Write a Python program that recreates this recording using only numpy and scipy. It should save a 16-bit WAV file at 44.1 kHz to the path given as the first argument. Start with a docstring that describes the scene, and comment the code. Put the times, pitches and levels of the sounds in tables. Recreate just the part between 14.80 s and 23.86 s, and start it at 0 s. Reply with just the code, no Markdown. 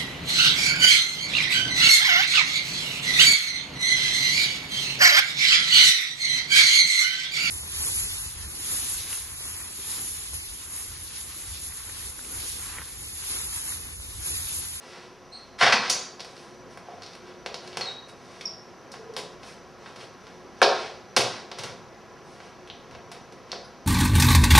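"""A hard, echoing training hall: an umbrella is thrust open, swung and slapped a few metres from a tape camera.
Crackling noise makes the cloth swish and snap, clustered sines the steel runner, whitened bursts the slaps and taps.
Shoes thump in low noise and squeak in gliding tones on the tiles, over dull town rumble and steady motor tones.
The camera's close microphone pair is most alike left and right in the midrange.
A comb notches every 300 Hz against the buzz of its tape drum."""
import sys
import numpy as np
from scipy import signal
from scipy.fft import rfft, irfft, next_fast_len
from scipy.io import wavfile
from scipy.ndimage import uniform_filter1d

SR = 44100
rng = np.random.default_rng(int(sys.argv[2]) if len(sys.argv) > 2 else 0)


def to_wav(sig):
    """Store sig (one row per channel, or 1-D mono) as 16-bit WAV at the path in sys.argv[1].

    Samples outside -1..1 are clipped; the rate is SR.
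    """
    pcm = np.clip(np.atleast_2d(sig), -1, 1) * 32767
    pcm = np.round(pcm).astype(np.int16)
    wavfile.write(sys.argv[1], SR, pcm.T)  # frames by channels


N = 399546  # samples, about 9 s
T = np.arange(N) / SR


def undb(db):
    """dB to gain."""
    return 10 ** (np.asarray(db) / 20)


def unit(x):
    """Scale to rms 1."""
    return x / np.sqrt(np.mean(x ** 2))


def decay(t, t60):
    """Exponential fade, 60 dB down after t60 seconds."""
    return np.exp(-np.log(1000) * t / t60)


def band(x, lo_hz, hi_hz):
    """Gentle band-pass."""
    return signal.sosfilt(signal.butter(2, [lo_hz, hi_hz], "band", fs=SR, output="sos"), x)


def on_log(hz, table):
    """Read a (Hz, value) table on a log axis."""
    table_hz, values = np.transpose(table)
    return np.interp(np.log(np.maximum(hz, 1)), np.log(np.maximum(table_hz, 1)), values)


def colour(x, table):
    """Filter by a (Hz, dB) response, made causal by folding its cepstrum (minimum phase)."""
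    log_gain = on_log(np.fft.rfftfreq(2048, 1 / SR), table) * np.log(10) / 20
    cepstrum = irfft(log_gain)
    cepstrum[1:1024] *= 2
    cepstrum[1025:] = 0
    response = irfft(np.exp(rfft(cepstrum)))
    return signal.fftconvolve(x, response)[:len(x)]


def curve(table):
    """Read a (s, value) table at every sample."""
    return np.interp(T, *np.transpose(table))


def walk(rate):
    """Random levels held 1 / rate seconds and slewed twice."""
    hold = int(SR / rate)
    steps = np.repeat(rng.standard_normal(N // hold + 1), hold)
    return 0.73 * uniform_filter1d(uniform_filter1d(steps, hold), hold)[:N]


# Town as it reaches the hall. Each row: frequency in Hz, density in relative dB per Hz.
TOWN_SPECTRUM = [(15, -33), (25, -41), (99, -8), (240, -4.5), (305, -0.5), (349, -4), (410, -5.5),
                 (598, -3), (666, -5.5), (895, -8.5), (970, -6), (3630, -21), (5880, -18.5), (7500, -34.5),
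                 (12000, -38), (15500, -56)]
# Swell of the rumble, mostly below 1800 Hz. Each row: time in seconds, level in relative dB.
RUMBLE_LEVEL = [(0.0, -50), (0.5, -50.5), (1.3, -48.5), (3.08, -47.5), (3.6, -48.5), (4.39, -46.5),
                (4.85, -48), (7.11, -47), (9.06, -47.5)]
# Steady tones of the camera's motor. Each row: frequency in Hz, width in Hz, level in relative dB.
MOTOR_TONES = [(30.2, 10, -75.5), (59.8, 4.5, -70.5), (362.5, 4.14, -58), (5890, 14, -70)]


def town():
    """Distant traffic through the walls, swelling in the bass, with the camera's own motor tones."""
    noise = colour(rng.standard_normal(N), TOWN_SPECTRUM)
    gain = undb(curve(RUMBLE_LEVEL)) / np.std(band(noise, 67, 2240))
    high = signal.sosfilt(signal.butter(1, 1800, "high", fs=SR, output="sos"), noise)
    low = noise - high
    out = gain * low + undb(-4.5) * np.median(gain) * high  # the highs stay steady
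    for hz, width, db in MOTOR_TONES:
        out += undb(db) * unit(band(rng.standard_normal(N), hz - width / 2, hz + width / 2))
    return out


def three_bands(x, low_hz):
    """Low, middle and air parts of a noise, each rms 1; signs alternate so that neighbours add."""
    low = -unit(band(x, low_hz, 1780))
    middle = unit(band(x, 950, 9940))
    air = -unit(band(x, 7800, 14000))
    return low, middle, air


def cloth(gains, crackle_db, flutter_db, low_hz):
    """Taut nylon: dense creases pop with uneven sizes, and the panels flutter."""
    sizes = np.repeat(rng.exponential(size=N // 8 + 1), 8)[:N]
    pops = rng.standard_normal(N) * undb(crackle_db * sizes)
    parts = three_bands(pops, low_hz)
    flutter = undb(flutter_db * walk(40))
    return flutter * sum(gain * part for gain, part in zip(gains, parts))


# Cloth swept through the air. Each row: centre in seconds, half length in seconds (down to 1/e),
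# level in relative dB, air share in dB over the middle band.
SWEEPS = [(0.054, 0.079, -58, 5.5), (0.183, 0.098, -58.5, 0), (0.602, 0.083, -65, -30),
          (1.577, 0.15, -63, 10), (1.916, 0.031, -63.5, 9.5), (2.098, 0.044, -64.5, -12),
          (2.266, 0.13, -65, 2), (2.49, 0.059, -62, -7), (2.88, 0.078, -60, 4), (3.045, 0.092, -52.5, -12),
          (3.292, 0.011, -57.5, 14), (3.55, 0.14, -62, 5.5), (4.152, 0.023, -58, -6),
          (4.387, 0.017, -46, 10.5), (4.686, 0.054, -57.5, 10.5), (5.076, 0.067, -60.5, 1),
          (5.215, 0.035, -54, 3), (5.5, 0.12, -66.5, -2), (5.977, 0.13, -46.5, -14),
          (6.562, 0.07, -51.5, -11), (6.825, 0.053, -50.5, -4), (6.888, 0.023, -55.5, -13),
          (7.507, 0.055, -69, 16), (7.64, 0.061, -60, 1), (8.135, 0.021, -58.5, -18),
          (8.35, 0.038, -58, -14), (8.717, 0.051, -61, -12)]


def swishes():
    """Every sweep of the cloth swells and fades like a bell curve."""
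    gains = np.zeros((3, N))
    for s, half, db, air_db in SWEEPS:
        part = slice(max(int((s - 3 * half) * SR), 0), int((s + 3 * half) * SR))
        bell = np.exp(-((T[part] - s) / half) ** 2)
        band_gains = undb(db + np.array([0, 0, air_db]))  # low and middle alike
        gains[:, part] += band_gains[:, None] * bell
    return cloth(gains, 2.2, 2.4, 270)


# How long the hall rings. Each row: frequency in Hz, time to fade 60 dB in seconds.
HALL_T60 = [(100, 0.92), (500, 0.7), (1500, 0.28), (4000, 0.54), (8000, 0.42), (14000, 0.19)]
HALL_DB, HALL_GAP_S = -2.5, 0.0007  # echo energy; silence before the echo


def hall():
    """Diffuse echo: noise in overlapping half-octave steps, each fading at its own rate."""
    t = T[:int(1.5 * SR)]
    hz = np.fft.rfftfreq(len(t), 1 / SR)
    noise, out = rfft(rng.standard_normal(len(t))), 0
    for centre in 2 ** np.arange(5, 14.5, .5):
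        octaves_off = np.abs(np.log2(np.maximum(hz, 1) / centre))
        share = np.clip(1 - octaves_off * 2, 0, 1)
        out = out + irfft(noise * share, len(t)) * decay(t, on_log(centre, HALL_T60))
    out *= np.clip(t / HALL_GAP_S - 1, 0, 1)  # fades in over a second gap length
    return undb(HALL_DB) * out / np.sqrt(np.sum(out ** 2))


BLOOM_DB, BLOOM_S, BLOOM_TOP_HZ = -16, 0.068, 1620  # echo energy, time of its swell's peak, top of its band


def bloom():
    """Low echo from the far end of the hall: it swells after the blow, then fades."""
    t = T[:SR] / BLOOM_S
    swell = t ** 2 * np.exp(-2 * t)
    echo = band(rng.standard_normal(SR), 65, BLOOM_TOP_HZ) * swell
    return undb(BLOOM_DB) * unit(echo) / np.sqrt(SR)


# Rubber sole slipping on tile. Each row: start in seconds, length in seconds, start pitch in Hz,
# end pitch in Hz, level in relative dB, octave share in dB, wobble in Hz.
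SOLE_SLIPS = [(0.512, 0.077, 4126, 4230, -46, -2.5, 259), (3.012, 0.013, 4480, 4200, -32.5, -28, 90),
              (3.038, 0.02, 4210, 4150, -39, -25, 110), (3.062, 0.037, 3910, 3810, -34.5, -13, 80),
              (3.653, 0.0099, 5700, 5290, -28.5, -10, 39.6), (3.665, 0.019, 5020, 4800, -42, -18, 120),
              (8.844, 0.014, 5120, 4850, -55, 7, 60)]


def squeaks():
    """Fast stick-slip of a sole: a gliding, wobbling tone with its octave."""
    out, wobble = np.zeros(N), walk(900)
    for s, length, start_hz, end_hz, db, octave_db, wobble_hz in SOLE_SLIPS:
        i, n = int(s * SR), int(length * SR)
        pitch = np.linspace(start_hz, end_hz, n) + wobble_hz * wobble[i:i + n]
        phase = 2 * np.pi * np.cumsum(pitch) / SR
        tone = np.sin(phase) + undb(octave_db) * np.sin(2 * phase)
        out[i:i + n] += undb(db) * signal.windows.tukey(n, .5) * tone
    return out


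# Panels of the canopy pulling taut one after another. Each row: start in seconds, rise in seconds,
# time to fade 60 dB in seconds, level in relative dB, low share and air share in dB over the middle band.
PANELS = [(0.78, 0.016, 0.42, -27.5, -5, 4), (0.806, 0.0068, 0.21, -18, 1.5, -14),
          (0.861, 0.0024, 0.095, -22, 2.5, -25), (0.922, 0.0017, 0.072, -12, -4.5, -34),
          (1.0, 0.037, 0.48, -27.5, -6.5, -25), (6.404, 0.0032, 0.055, -19, -13, 12)]


def flaps():
    """Each panel's cloth noise swells quickly and dies away."""
    gains, t = np.zeros((3, N)), T[:SR // 3]
    for s, rise, t60, db, low_db, air_db in PANELS:
        i = int(s * SR)
        shape = (1 - np.exp(-t / rise)) ** 2 * decay(t, t60)
        band_gains = undb(db + np.array([low_db, 0, air_db]))
        gains[:, i:i + len(t)] += band_gains[:, None] * shape
    return cloth(gains, 3.3, 1.8, 555)


# Body weight coming down on the floor. 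Each row: start in seconds, pitch in Hz, level in relative dB.
FLOOR_PUSHES = [(0.824, 173, -31), (0.93, 202, -35.5), (2.972, 151, -43.5), (4.367, 131, -47),
                (5.17, 119, -47), (6.368, 151, -31.5), (6.791, 100, -44), (6.84, 110, -42),
                (8.111, 85, -44.5)]
THUMP_SPAN, THUMP_RISE_S, THUMP_T60_S = 1.46, 0.0021, 0.15  # the band reaches from pitch / span to pitch x span


def thumps():
    """A soft low push into the floor: narrow noise with a quick rise and a short fade."""
    out, t = np.zeros(N), T[:SR // 4]
    shape = (1 - np.exp(-t / THUMP_RISE_S)) * decay(t, THUMP_T60_S)
    for s, hz, db in FLOOR_PUSHES:
        i = int(s * SR)
        push = unit(band(rng.standard_normal(len(t)), hz / THUMP_SPAN, hz * THUMP_SPAN))
        out[i:i + len(t)] += undb(db) * push * shape
    return out


# Slaps, footfalls and ticks. Each row: start in seconds, crack level in relative dB, weight in dB of the
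# thud over the crack, air share in dB over the crack, 60 dB fade in seconds of the burst before whitening.
BLOWS = [(0.826, -26.5, 19, -22, 0.17), (1.0976, -3.5, -17, -7.5, 0.082), (1.3951, -26.5, -10, -25, .032),
         (1.4044, -20.5, -13, -18.5, 0.023), (1.4466, -31.5, -3.5, -10, 0.026),
         (1.9741, -38.5, 8, -4, 0.026), (2.2216, -28.5, -10, -19, 0.017), (2.233, -25.5, -14, -21, 0.036),
         (2.2633, -27, -17, -22, .03), (2.3335, -33, -15, -18, .02), (2.3524, -33, -5, -14, 0.012),
         (2.6618, -20, -2, -18, 0.012), (2.7436, -17.5, -13, -20.5, 0.017), (2.8756, -28, -14, -16, 0.021),
         (2.9297, -29, -4.5, -33, 0.012), (2.9715, -16.5, -4, -10.5, 0.015), (3.01, -17.5, -7, -19, 0.021),
         (3.6104, -25.5, -9.5, -16, 0.038), (4.117, -26, -26, -10.5, 0.06), (4.1394, -39.5, 11, -17, 0.022),
         (4.338, -35.5, -20, -11, .035), (4.3654, -23, 0, -5, .034), (4.6319, -31.5, -4, -17, 0.044),
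         (5.0595, -35.5, 5, -32, 0.053), (5.1598, -32.5, -3, -13, 0.04), (5.4688, -36, -2, -18, .022),
         (5.8172, -12.5, 13.5, -7.5, 0.033), (5.8266, 3, -14.5, -31, 0.085), (6.3646, 0.5, -5.5, -11, 0.11),
         (6.7153, -22, -5.5, -22, 0.031), (6.7855, -19, -6.5, -11.5, 0.11),
         (6.8355, -20.5, -6.5, -8.5, 0.043), (7.6032, -38.5, 5, -25, .022), (7.876, -42, -10, -9, .015),
         (7.9003, -44, -5, -37, 0.016), (8.111, -39, 0, -13, 0.033), (8.1496, -36, 4.5, -21, 0.036),
         (8.3164, -29, -3, -6, 0.049), (8.524, -38.5, -4, -10, 0.029), (8.7177, -13, -24, -27, 0.0081),
         (8.7289, -36, 13, -27, 0.023), (8.76, -36, 2, -28, .025)]
# Boom, thud, body, crack and air of a blow. Each row: centre in Hz, width in Hz.
BLOW_PARTS = [(130, 540), (600, 1370), (1900, 5600), (4600, 22500), (9500, 550)]
BOOM_DB, BOOM_PER_WEIGHT, BODY_DB, BODY_PER_WEIGHT = -21.5, 0.43, -1.5, 0.89  # boom and body follow the weight in part
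TICK_S = 0.00016
TICK_DB, TICK_DB_PER_S = 15, -380  # the longer a blow is smeared, the weaker its first tick


def hits():
    """Each blow is a sharp tick and a burst that dies fast; a heavier blow tilts toward the low bands."""
    out = np.zeros(N + 2048)
    t, (hz, width) = T[:4096], np.transpose(BLOW_PARTS)
    for s, db, weight_db, air_db, t60 in BLOWS:
        tick = undb(TICK_DB + TICK_DB_PER_S * t60) * np.exp(-t / TICK_S)
        spectrum = rfft(rng.standard_normal(4096) * (decay(t, t60) + tick))
        white = irfft(spectrum / np.abs(spectrum))  # the burst has no pitch of its own
        burst = white[:2048] * np.hanning(4096)[2048:]
        boom_db = BOOM_DB + BOOM_PER_WEIGHT * weight_db
        body_db = BODY_DB + BODY_PER_WEIGHT * weight_db
        shares_db = np.array([boom_db, weight_db, body_db, 0, air_db])
        per_hz_db = db + shares_db + 10 * np.log10(SR / width)
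        bass = (45, per_hz_db[0] - 25.0)  # too small to move much bass
        i = int(s * SR)
        out[i:i + 2048] += colour(burst, [bass, *zip(hz, per_hz_db)])
    return undb(11.5) * out[:N]


# Steel shaft and ribs. Each row: mode in Hz, level in dB on top of RUNNER_DB.
STEEL_MODES = [(3994, -6), (4630, 1), (4900, -13), (5300, -5), (5507, -6), (5900, 3.5), (6570, -3),
               (6700, -3), (7063, -21), (7300, -11), (9100, -14), (9300, -10), (9857, -13), (10200, -24)]
RUNNER_S, RUNNER_DB, RUNNER_T60_S, RIB_SPREAD_HZ = 1.099, -23, .13, 70  # start, level, 60 dB fade, spread


def runner():
    """The runner clicks into its catch and the loose steel frame jangles, damped by hand and cloth."""
    out, i = np.zeros(N), int(RUNNER_S * SR)
    t = T[:SR // 3]
    shape = np.minimum(t / 0.002, 1) * decay(t, RUNNER_T60_S)
    for hz, db in STEEL_MODES:
        # ribs of near-equal length smear each mode into a small cluster
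        cluster = hz + RIB_SPREAD_HZ * rng.standard_normal((9, 1))
        ring = np.sin(2 * np.pi * (cluster * t + rng.random((9, 1)))).sum(axis=0) / np.sqrt(9)
        out[i:i + len(t)] += undb(RUNNER_DB + db) * ring * shape
    return out


# Brief soft hums. Each row: start in seconds, length in seconds, pitch in Hz, width in Hz, level in relative dB.
HUMS = [(2.081, 0.074, 720, 90, -53.5), (4.14, .3, 446, 50, -56)]


def drones():
    """Narrow noise hums that come and go."""
    out = np.zeros(N)
    for s, length, hz, width, db in HUMS:
        i, n = int(s * SR), int(length * SR)
        hum = band(rng.standard_normal(SR), hz - width / 2, hz + width / 2)[-n:]
        out[i:i + n] += undb(db) * unit(hum) * signal.windows.tukey(n, .3)
    return out


# Pitched ring of some blows, sounding with the slap or tap itself.
# Each row: start in seconds, pitch in Hz, level in relative dB.
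BLOW_RINGS = [(2.0854, 720, -50), (3.6104, 2660, -45.5), (4.3655, 4500, -35), (5.0601, 1280, -48),
              (5.8179, 1900, -20.5), (5.826, 784, -24), (7.8747, 2980, -55), (7.9004, 3530, -42.5)]
RING_SPREAD, RING_CYCLES = 0.27, 23  # share of the pitch over which the modes lie; cycles until 60 dB down


def blow_rings():
    """Pitched ring of some blows: a bunch of close modes struck together, soon damped."""
    out, t = np.zeros(N), T[:4096]
    for s, hz, db in BLOW_RINGS:
        i = int(s * SR)
        modes = hz * (1 + RING_SPREAD * rng.uniform(-0.89, 1, (16, 1)))
        ring = np.sin(2 * np.pi * modes * t).sum(axis=0) / 2
        out[i:i + len(t)] += undb(db) * band(ring * decay(t, RING_CYCLES / hz), hz / 2, hz * 2)
    return out


# Resonance of the stretched canopy. Each row: frequency in Hz, gain in dB.
CANOPY_TONE = [(300, -3), (800, 0), (1700, 2.5), (4000, 0.5), (9000, -4)]
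# Colour of the microphone capsule on all near sounds but the steel. Each row: frequency in Hz, gain in dB.
CAPSULE_TONE = [(25, -27), (70, -9), (200, 1), (500, 3.5), (5500, 3.5), (7500, -12.5), (9500, -11.5),
                (15000, -39)]
# Width of the close microphone pair. Each row: frequency in Hz, side minus mid in dB.
PAIR_WIDTH = [(60, -2), (110, -3), (200, -9.5), (380, -15), (700, -16.5), (1290, -19.5), (2380, -16.5),
              (4400, -19.5), (8120, -4), (15000, 5)]
PORTS_ALIKE_HZ = 680  # well below this the side signal is the middle itself, a quarter cycle late


def echo(x):
    """Send a sound through a freshly drawn hall and its late low bloom."""
    return signal.fftconvolve(x, hall())[:N] + signal.fftconvolve(x, bloom())[:N]


def scene():
    """Direct sound, hall and town; the side lags the middle in the bass and draws its own hall and town above."""
    near = hits() + blow_rings() + thumps() + swishes() + colour(flaps(), CANOPY_TONE) + squeaks() + drones()
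    near, steel = colour(near, CAPSULE_TONE), runner()
    mid = near + 0.7 * steel + echo(near + 0.82 * steel) + town()
    other = 0.5 * near + echo(near + steel) + undb(2.0) * town()
    size = next_fast_len(N)
    hz = np.fft.rfftfreq(size, 1 / SR)
    alike = 1 / (1 + (hz / PORTS_ALIKE_HZ) ** 4)
    blend = np.sqrt(alike) * rfft(mid, size) + np.sqrt(1 - alike) * rfft(other, size)
    # the pair's colour acts here without delay, to keep the quarter cycle
    side = irfft(-1j * undb(on_log(hz, PAIR_WIDTH)) * blend, size)[:N]
    return np.array([mid + side, mid - side])


DRUM_LAG = 147  # samples, one period of a 300 Hz buzz
TOP_HZ = 15850


def record(dry):
    """Notches at every multiple of the drum buzz, soft overload, steep top."""
    # one row per drum period, so the comb runs down the columns
    rows = np.pad(dry, ((0, 0), (0, -N % DRUM_LAG))).reshape(2, -1, DRUM_LAG)
    # full-depth notches; the feedback of 0.56 narrows them
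    combed = signal.lfilter([1, -1], [1, -0.56], rows, axis=1).reshape(2, -1)[:, :N]
    overloaded = np.tanh(.9 * combed)
    return signal.sosfilt(signal.ellip(10, .2, 60, TOP_HZ, fs=SR, output="sos"), overloaded)


dry = scene()
out = record(dry)
to_wav(out)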